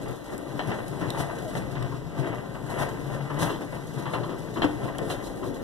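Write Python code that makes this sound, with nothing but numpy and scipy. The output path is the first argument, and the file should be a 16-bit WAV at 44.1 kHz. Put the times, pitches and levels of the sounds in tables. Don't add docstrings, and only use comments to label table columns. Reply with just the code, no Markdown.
import sys
import numpy as np
from scipy import signal
from scipy.fft import rfft, irfft, next_fast_len
from scipy.io import wavfile
from scipy.ndimage import uniform_filter1d

SR = 44100
rng = np.random.default_rng(int(sys.argv[2]) if len(sys.argv) > 2 else 0)


def put_to_file(sound):
    columns = np.atleast_2d(sound).T
    safe = np.clip(columns, -1, 1)
    whole_steps = np.round(safe * 32767)
    wavfile.write(sys.argv[1], SR, whole_steps.astype(np.int16))


N = 248591

# time_s, deck_drone_db, wheel_and_frame_db, loose_parts_db
STEADY_ROLL = [(0.0, -36, -40, -57), (0.24, -67, -47.5, -56.5), (0.5, -42.5, -42.5, -55.5),
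               (1.0, -36.5, -40, -53.5), (1.4, -40, -39.5, -54), (1.85, -30.5, -45.5, -59),
               (2.1, -32.5, -45, -61.5), (2.5, -40, -43, -57.5), (3.0, -33.5, -39, -55),
               (3.25, -31, -46, -56.5), (3.65, -44, -44, -56.5), (3.9, -32.5, -43.5, -56),
               (4.45, -34, -43, -56.5), (4.75, -33.5, -47, -54), (4.94, -43, -53, -58.5),
               (5.25, -45, -40, -54.5), (5.64, -47, -39, -56.5)]
# pitch_hz, width_hz, level_db
DECK_MODES = [(123.6, 8.3, 2.5), (140.2, 12.3, 1), (163.5, 12, -5), (182, 48, -10)]
# pitch_hz, width_hz, level_db
FRAME_MODES = [(300, 30, -14), (345, 25, -22), (590, 25, -18), (705, 25, -23), (960, 35, -24),
               (1075, 28, -25), (1200, 25, -26), (1600, 18, -25), (1800, 20, -26), (1971, 12, -21),
               (2990, 35, -32), (3250, 35, -33), (3500, 35, -34), (3800, 40, -34)]
# pitch_hz, width_hz, level_db
FITTING_MODES = [(9150, 170, -6), (9470, 140, -7.5)]
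# frequency_hz, density_db (per Hz)
RUMBLE_SPECTRUM = [(60, -30.5), (110, 1), (200, -5), (300, -1), (450, -3.5), (650, -9), (1000, -24.5),
                   (2000, -75.5)]
# frequency_hz, density_db (per Hz)
CLATTER_SPECTRUM = [(300, -6), (600, 2), (900, -1.5), (1300, -7), (1950, -4.5), (2400, -17), (2900, -14.5),
                    (4000, -32), (5400, -38), (9000, -58)]
# frequency_hz, density_db (per Hz)
RATTLE_SPECTRUM = [(1500, -37), (3000, 5.5), (4000, 8), (5400, -3.5), (6200, 0.5), (8500, -3), (11000, 5.5),
                   (12500, 1.5), (13700, -4.5), (14200, 4.5)]
# start_s, level_db, t60_s
SHAKE_UPS = [(1.175, -48.5, 0.28), (2.695, -53, .3), (2.783, -49.5, 0.28), (2.817, -47.5, 0.2),
             (2.885, -50, 0.23), (3.388, -42, 0.17), (3.41, -45, 0.84), (5.098, -52, 0.25),
             (5.262, -60, 0.1)]
LOOSE_PART_CONTACTS = 5000, 4.6, 0.72
WHEELS_OVER_DB, FRAME_OVER_DB = 2.5, -6
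DECK_WAVER_DB, DECK_SHIFT_DB = 2.0, 3.5
FRAME_JOLT_DB, LOOSE_JOLT_DB = 2.8, 3.6
GRIT_PER_S, GRIT_DB = 90, -1.0


def rolling():
    deck_db, shake_db, loose_db = in_time(STEADY_ROLL)
    steady = [deck_db + DECK_WAVER_DB * drift(11.0), shake_db + WHEELS_OVER_DB,
              shake_db + FRAME_OVER_DB, loose_db]
    crests = np.transpose(LURCH_CRESTS)[1:]
    drone_db, rumble_db, clatter_db, rattle_db = [
        lurching(db, crests_db, *slopes) for db, crests_db, slopes in zip(steady, crests, SWELL_SLOPES)]

    deck = sum(resonate(from_db(DECK_SHIFT_DB * drift(1.8)) * contacts(740, 7.5, 13.0, 0), [mode])
               for mode in DECK_MODES)
    drone = from_db(drone_db) * evened(deck, 0.15)

    wheels = colour(from_db(rumble_db) * contacts(600, 3.74, 0.83, 0.27), RUMBLE_SPECTRUM)
    frame_force = from_db(clatter_db) * contacts(800, 2.7, 0.85, FRAME_JOLT_DB)
    grit = from_db(clatter_db + GRIT_DB) * contacts(GRIT_PER_S, 7.2, 0, 0)
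    low = wheels + colour(frame_force, CLATTER_SPECTRUM)
    ringing = resonate(frame_force + grit, FRAME_MODES)

    shaken_up = from_db(rattle_db) - from_db(loose_db) + fading(*np.transpose(SHAKE_UPS), attack_s=0.003)
    loose = from_db(loose_db) * contacts(*LOOSE_PART_CONTACTS, LOOSE_JOLT_DB)
    loose = loose + shaken_up * contacts(*LOOSE_PART_CONTACTS, 0)
    high = colour(loose, RATTLE_SPECTRUM)
    jingle_db = np.clip(1.4 * (rattle_db + 53.0), -9.0, 1.5)
    jingle = resonate(loose * from_db(jingle_db), FITTING_MODES)

    panels = chatter(low, 192.5, 4321, 66.0, -31.5)
    wires = chatter(high, 5310, 9530, 11.7, -17.0, count=8)
    wires = wires + chatter(high, 2530, 7180, 78.0, -24.0, count=18)
    return drone + low + panels + ringing + jingle + high + wires


# crest_s, deck_db, wheels_db, frame_db, loose_parts_db
LURCH_CRESTS = [(0.08, -31.5, -41, -42.5, -72), (0.335, -52, -34, -42, -52), (0.55, -34, -47, -55, -92),
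                (0.696, -28, -39.5, -36, -76), (0.888, -35.5, -68, -56, -55), (1.015, -36.5, -47, -48, -61),
                (1.205, -29, -40, -37, -43.5), (1.575, -24.5, -40, -41, -46), (1.824, -33, -47, -39.5, -76),
                (2.198, -28, -39.5, -40, -52), (2.28, -46, -37.5, -39.5, -54), (2.71, -59, -67, -48, -54),
                (2.813, -40, -48, -34, -46.5), (3.144, -40, -48, -40, -53), (3.428, -20.5, -30, -32, -41),
                (3.754, -38, -60, -46, -55), (4.001, -42, -40, -42, -63), (4.14, -61, -55, -49, -48.5),
                (4.21, -39, -38.5, -59, -79), (4.33, -44, -45, -69, -76), (4.638, -49, -29.5, -40, -79),
                (4.847, -28, -31.5, -37, -53), (5.03, -29.5, -31, -51, -60), (5.115, -35, -42, -39.5, -43),
                (5.45, -65, -38, -61, -92)]
# rise_db_per_s, fall_db_per_s
SWELL_SLOPES = [(443, 224), (233, 175), (183, 95), (350, 379)]


def lurching(steady_db, levels_db, rise, fall):
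    age = np.arange(0, N, 32) / SR - np.transpose(LURCH_CRESTS)[0][:, None]
    slope_db = np.where(age < 0, -rise * age, fall * age)
    swells = from_db(levels_db[:, None] - slope_db).sum(axis=0)
    return 20 * np.log10(from_db(steady_db) + np.repeat(swells, 32)[:N])


def chatter(force, lowest_hz, highest_hz, cycles, level_db, count=36):
    pitches = np.geomspace(lowest_hz, highest_hz, count) * 2 ** rng.uniform(-0.069, 0.045, count)
    return sum(resonate(force * from_db(4.8 * np.minimum(drift(9.1), 1.3)), [(hz, hz / cycles, level_db)])
               for hz in pitches)


# start_s, clatter_db, thud_db, hollow_tock_db, bright_clack_db, t60_s
BUMP_KNOCKS = [(0.592, -23.5, -41, -38, -30, 0.15), (0.715, -26, -44, -41, -42, 0.16),
               (1.012, -28.5, -39, -31, -62, 0.31), (1.198, -24.5, -36, -48, -56, 0.093),
               (1.551, -25, -46, -55, -60, 0.1), (1.753, -31, -43, -46, -39, 0.15),
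               (1.92, -49, -34.5, -28, -67, 0.14), (2.265, -36, -45, -33, -64, 0.13),
               (2.547, -35.5, -51, -30, -66, 0.21), (2.785, -33, -61, -28, -52, 0.13),
               (3.3, -33.5, -41, -30, -68, 0.29), (3.422, -26, -35, -25.5, -62, 0.31),
               (3.498, -51, -35.5, -35, -32.5, 0.31), (3.518, -52, -34, -50, -60, 0.1),
               (3.608, -35.5, -35.5, -37, -66, 0.17), (4.055, -33.5, -47, -26, -39, 0.34),
               (4.134, -24, -33.5, -24, -32, 0.21), (4.233, -46, -67, -27.5, -38, 0.2),
               (4.292, -37, -38, -32, -47, 0.37), (4.558, -33.5, -38, -34, -62, 0.24),
               (4.568, -41, -35.5, -24.5, -37, 0.2), (4.619, -20.5, -31.5, -34, -23.5, 0.17),
               (4.631, -24, -23.5, -44, -42, 0.053), (4.642, -21, -20.5, -44, -48, 0.045),
               (4.988, -24.5, -54, -40, -58, 0.04), (5.1, -27, -46, -48, -28, 0.21),
               (5.43, -35, -47, -24, -50, 0.1), (5.442, -51, -35, -49, -64, 0.081)]
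# pitch_hz, width_hz, level_db
THUD_MODES = [(301, 20.4, 4.5)]
# pitch_hz, width_hz, level_db
TOCK_MODES = [(1003, 240, -7), (1297, 390, -11.5)]
# pitch_hz, width_hz, level_db
CLACK_MODES = [(2765, 47, -3), (3150, 130, 0), (3530, 89, -6), (4050, 130, -4)]
CLACK_SHARE = 0.81
RING_OVER_DB = 4.5


def knocks():
    s, clatter_db, thud_db, tock_db, bright_db, t60 = np.transpose(BUMP_KNOCKS)
    jolt = bursts(s, thud_db, 1.12 * t60)
    thud = colour(jolt, RUMBLE_SPECTRUM) + resonate(jolt + taps(s, thud_db), THUD_MODES)
    tock = resonate(bursts(s, tock_db, t60) + taps(s, tock_db), TOCK_MODES)
    clack_force = bursts(s, bright_db - 11.5, CLACK_SHARE * t60) + taps(s, bright_db - 6.0)
    clack = resonate(clack_force, CLACK_MODES)
    clatter = colour(bursts(s, clatter_db, t60), CLATTER_SPECTRUM)
    return thud + tock + clatter + clack + strikes(s, clatter_db + RING_OVER_DB)


RING_SCATTER_DB = 3.0


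def strikes(times, levels_db):
    out = 0
    luck = rng.standard_normal((len(times), len(FRAME_MODES)))
    force = rng.standard_normal((2, N))
    for k, mode in enumerate(FRAME_MODES):
        blows = fading(times, levels_db + RING_SCATTER_DB * luck[:, k], 0.025 + 0 * times)
        out = out + resonate(force * blows, [mode])
    return out


TAP_OVER_DB = 13.0


def taps(times, levels_db):
    out = np.zeros((2, N))
    out[:, np.round(times * SR).astype(int)] = from_db(levels_db + TAP_OVER_DB)
    return out


ATTACK_S = 0.001
BOUNCES_PER_S, BOUNCE_SHARE = 450, 0.9
FIRST_HIT_DB, FIRST_HIT_T60_S = 1, 0.005


def bursts(times, levels_db, t60s):
    bounces = rms_one(rng.standard_normal((2, N)) * (rng.random(N) < BOUNCES_PER_S / SR))
    first_t60s = FIRST_HIT_T60_S + 0 * times
    shape = fading(times, levels_db, t60s)
    shape = shape + fading(times, levels_db + FIRST_HIT_DB, first_t60s, attack_s=ATTACK_S / 2)
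    return shape * rms_one(rng.standard_normal((2, N)) + BOUNCE_SHARE * bounces)


# start_s, crack_db, body_db, body_hz
FITTING_TICKS = [(0.379, -29.5, -49, 3140), (0.881, -30.5, -60, 3190), (1.1031, -23, -24, 3720),
                 (1.826, -38, -34, 3360), (4.9835, -24.5, -31.5, 3280), (5.0515, -39, -50, 3270),
                 (5.266, -42, -46, 2850)]
# frequency_hz, density_db (per Hz)
CRACK_SPECTRUM = [(2000, -5), (3500, -5.5), (6000, -6), (8500, 1.5), (11000, 0.5), (14000, -13)]
CRACK_T60_S, BODY_T60_S, BODY_WIDTH_HZ = 0.01, 0.015, 380


def ticks():
    s, crack_db, body_db, body_hz = np.transpose(FITTING_TICKS)
    crack_shape = fading(s, crack_db, CRACK_T60_S + 0 * s, attack_s=0.00046)
    out = colour(crack_shape * rng.standard_normal((2, N)), CRACK_SPECTRUM)
    noise = rng.standard_normal((2, N))
    for at, level_db, hz in zip(s, body_db, body_hz):
        body_force = noise * fading([at], [level_db], [BODY_T60_S], attack_s=0.00059)
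        out += resonate(body_force, [(hz, BODY_WIDTH_HZ, 0)])
    return out


# time_s, pitch_hz, level_db (peak)
BEARING_SQUEAK = [(1.43, 790, -52), (1.447, 730, -37), (1.468, 640, -33), (1.492, 612, -36),
                  (1.52, 650, -48)]


def squeak():
    s, hz, level_db = np.transpose(BEARING_SQUEAK)
    t = np.arange(N) / SR
    phase = 2 * np.pi * np.cumsum(np.interp(t, s, hz)) / SR
    gain = from_db(np.interp(t, s, level_db, -120, -120))
    return gain * np.array([np.sin(phase), np.sin(phase)])


AISLE_T60_S, AISLE_DB = 0.48, -15


def aisle(x):
    age = np.arange(SR // 2) / SR
    tail = rng.standard_normal((2, SR // 2)) * from_db(-60 * age / AISLE_T60_S)
    tail = tail * (age > .006)
    tail = signal.lfilter([1], [1, -.6], tail)
    return from_db(AISLE_DB) * signal.fftconvolve(x, tail / np.linalg.norm(tail[0]), axes=1)[:, :N]


# time_s, level_db
HANDLING_LEVEL = [(0, -48), (0.7, -53), (1.7, -44), (2.2, -50), (2.8, -43.5), (3.7, -50), (4.3, -52),
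                  (4.6, -46), (5.64, -41.5)]


def handling():
    band = signal.butter(2, [30, 68], "band", fs=SR, output="sos")
    low = signal.sosfilt(band, rng.standard_normal((2, N)))
    return from_db(in_time(HANDLING_LEVEL)[0]) * rms_one(low)


def contacts(per_s, spread_db, smooth, jolt_db):
    sizes = from_db(spread_db * np.minimum(rng.exponential(1, (2, N)), 3.0)) * rng.choice([-1, 1], (2, N))
    grains = rms_one(sizes * (rng.random((2, N)) < per_s / SR))
    kicks = rng.exponential(1, N) * (rng.random(N) < 22 / SR) + 1e-18
    jolts = signal.lfilter([1], [1, -np.exp(-45 / SR)], kicks)
    friction = smooth * rng.standard_normal((2, N))
    return rms_one((grains + friction) * from_db(jolt_db * np.minimum(jolts, 2)))


def resonate(x, modes):
    out = 0
    for k, (hz, width, level_db) in enumerate(modes):
        r = np.exp(-np.pi * width / SR)
        b = from_db(level_db) * np.sqrt((1 - r * r) / 2) * np.array([1, 0, -1])
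        mode = signal.lfilter(b, [1, -2 * r * np.cos(2 * np.pi * hz / SR), r * r], x)
        out = out + (-1) ** k * mode
    return out


def colour(x, spectrum, size=4096):
    cepstrum = irfft(np.log(from_db(at_hz(spectrum, np.fft.rfftfreq(size, 1 / SR)))))
    cepstrum[1:size // 2] *= 2
    cepstrum[size // 2 + 1:] = 0
    response = irfft(np.exp(rfft(cepstrum)))
    return signal.fftconvolve(x, response[None] / np.linalg.norm(response))[:, :N]


def fading(times, levels_db, t60s, attack_s=ATTACK_S):
    shape = np.zeros(N) + 1e-12
    for s, level_db, t60 in zip(times, levels_db, t60s):
        at = round(s * SR)
        age = np.arange(min(N - at, round(t60 * SR))) / SR
        shape[at:at + len(age)] += from_db(level_db - 60 * age / t60) * (1 - np.exp(-age / attack_s))
    return shape


def drift(pole_hz):
    r = np.exp(-80 * np.pi * pole_hz / SR)
    slow = signal.lfilter([1], [1, -2 * r, r * r], rng.standard_normal(N // 40 + 2002))[2000:]
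    return np.interp(np.arange(N) / 40, np.arange(len(slow)), rms_one(slow))


def evened(x, over_s):
    return x / np.sqrt(uniform_filter1d(np.mean(x ** 2, axis=0), int(over_s * SR)) + 1e-20)


def from_db(db):
    return 10 ** (np.asarray(db) / 20)


def rms_one(x):
    return x / np.sqrt(np.mean(x ** 2) + 1e-20)


def in_time(rows):
    s, *columns = np.transpose(rows)
    return [np.interp(np.arange(N) / SR, s, c) for c in columns]


def at_hz(points, hz, axis=1):
    return np.interp(np.log(hz + 1), np.log(np.array(points)[:, 0]), np.array(points)[:, axis])


def scene():
    hits = knocks() + ticks() + squeak()
    return rolling() + hits + aisle(hits) + handling()


# frequency_hz, first_over_second_db, share_taken_away (of the other port),
# left_over_right_db (after that)
PORT_RESPONSE = [(30, 7, 0.01, -4), (60.3, 11, 0.046, 2.5), (362, 0.5, 0.014, 4.5), (764, 4.5, 0.45, 0.5),
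                 (1430, 1, 0.91, 2), (1580, 16, 1, 4), (2350, 8, 1, 0.5), (4300, 5.5, 0.49, -4),
                 (8100, 3.5, 0.32, -1.5), (11200, 5.5, 0.39, -0.5), (12400, -21, 0.94, 2.5)]
PORT_LAG_S, BASS_LIKENESS, CUTOFF_HZ = .000446, 0.4, 14250


def record(dry):
    size = next_fast_len(N + 4096)
    hz = np.fft.rfftfreq(size, 1 / SR)
    over = from_db(at_hz(PORT_RESPONSE, hz))
    share = np.clip(at_hz(PORT_RESPONSE, hz, axis=2), 0, 1)
    first, second = rfft(dry, size)
    second = (second + BASS_LIKENESS * (1 - share) * first) / over
    late = share * np.exp(-2j * np.pi * hz * PORT_LAG_S)
    left = first - late * second
    right = (second - late * first) / from_db(at_hz(PORT_RESPONSE, hz, axis=3))
    even = np.sqrt(1 + (share / over) ** 2)
    steered = irfft(np.array([left, right]) / even, size)[:, :N]
    top_cut = signal.ellip(12, .5, 55, CUTOFF_HZ, fs=SR, output="sos")
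    return signal.sosfilt(top_cut, steered)


dry = scene()
out = record(dry)
put_to_file(out)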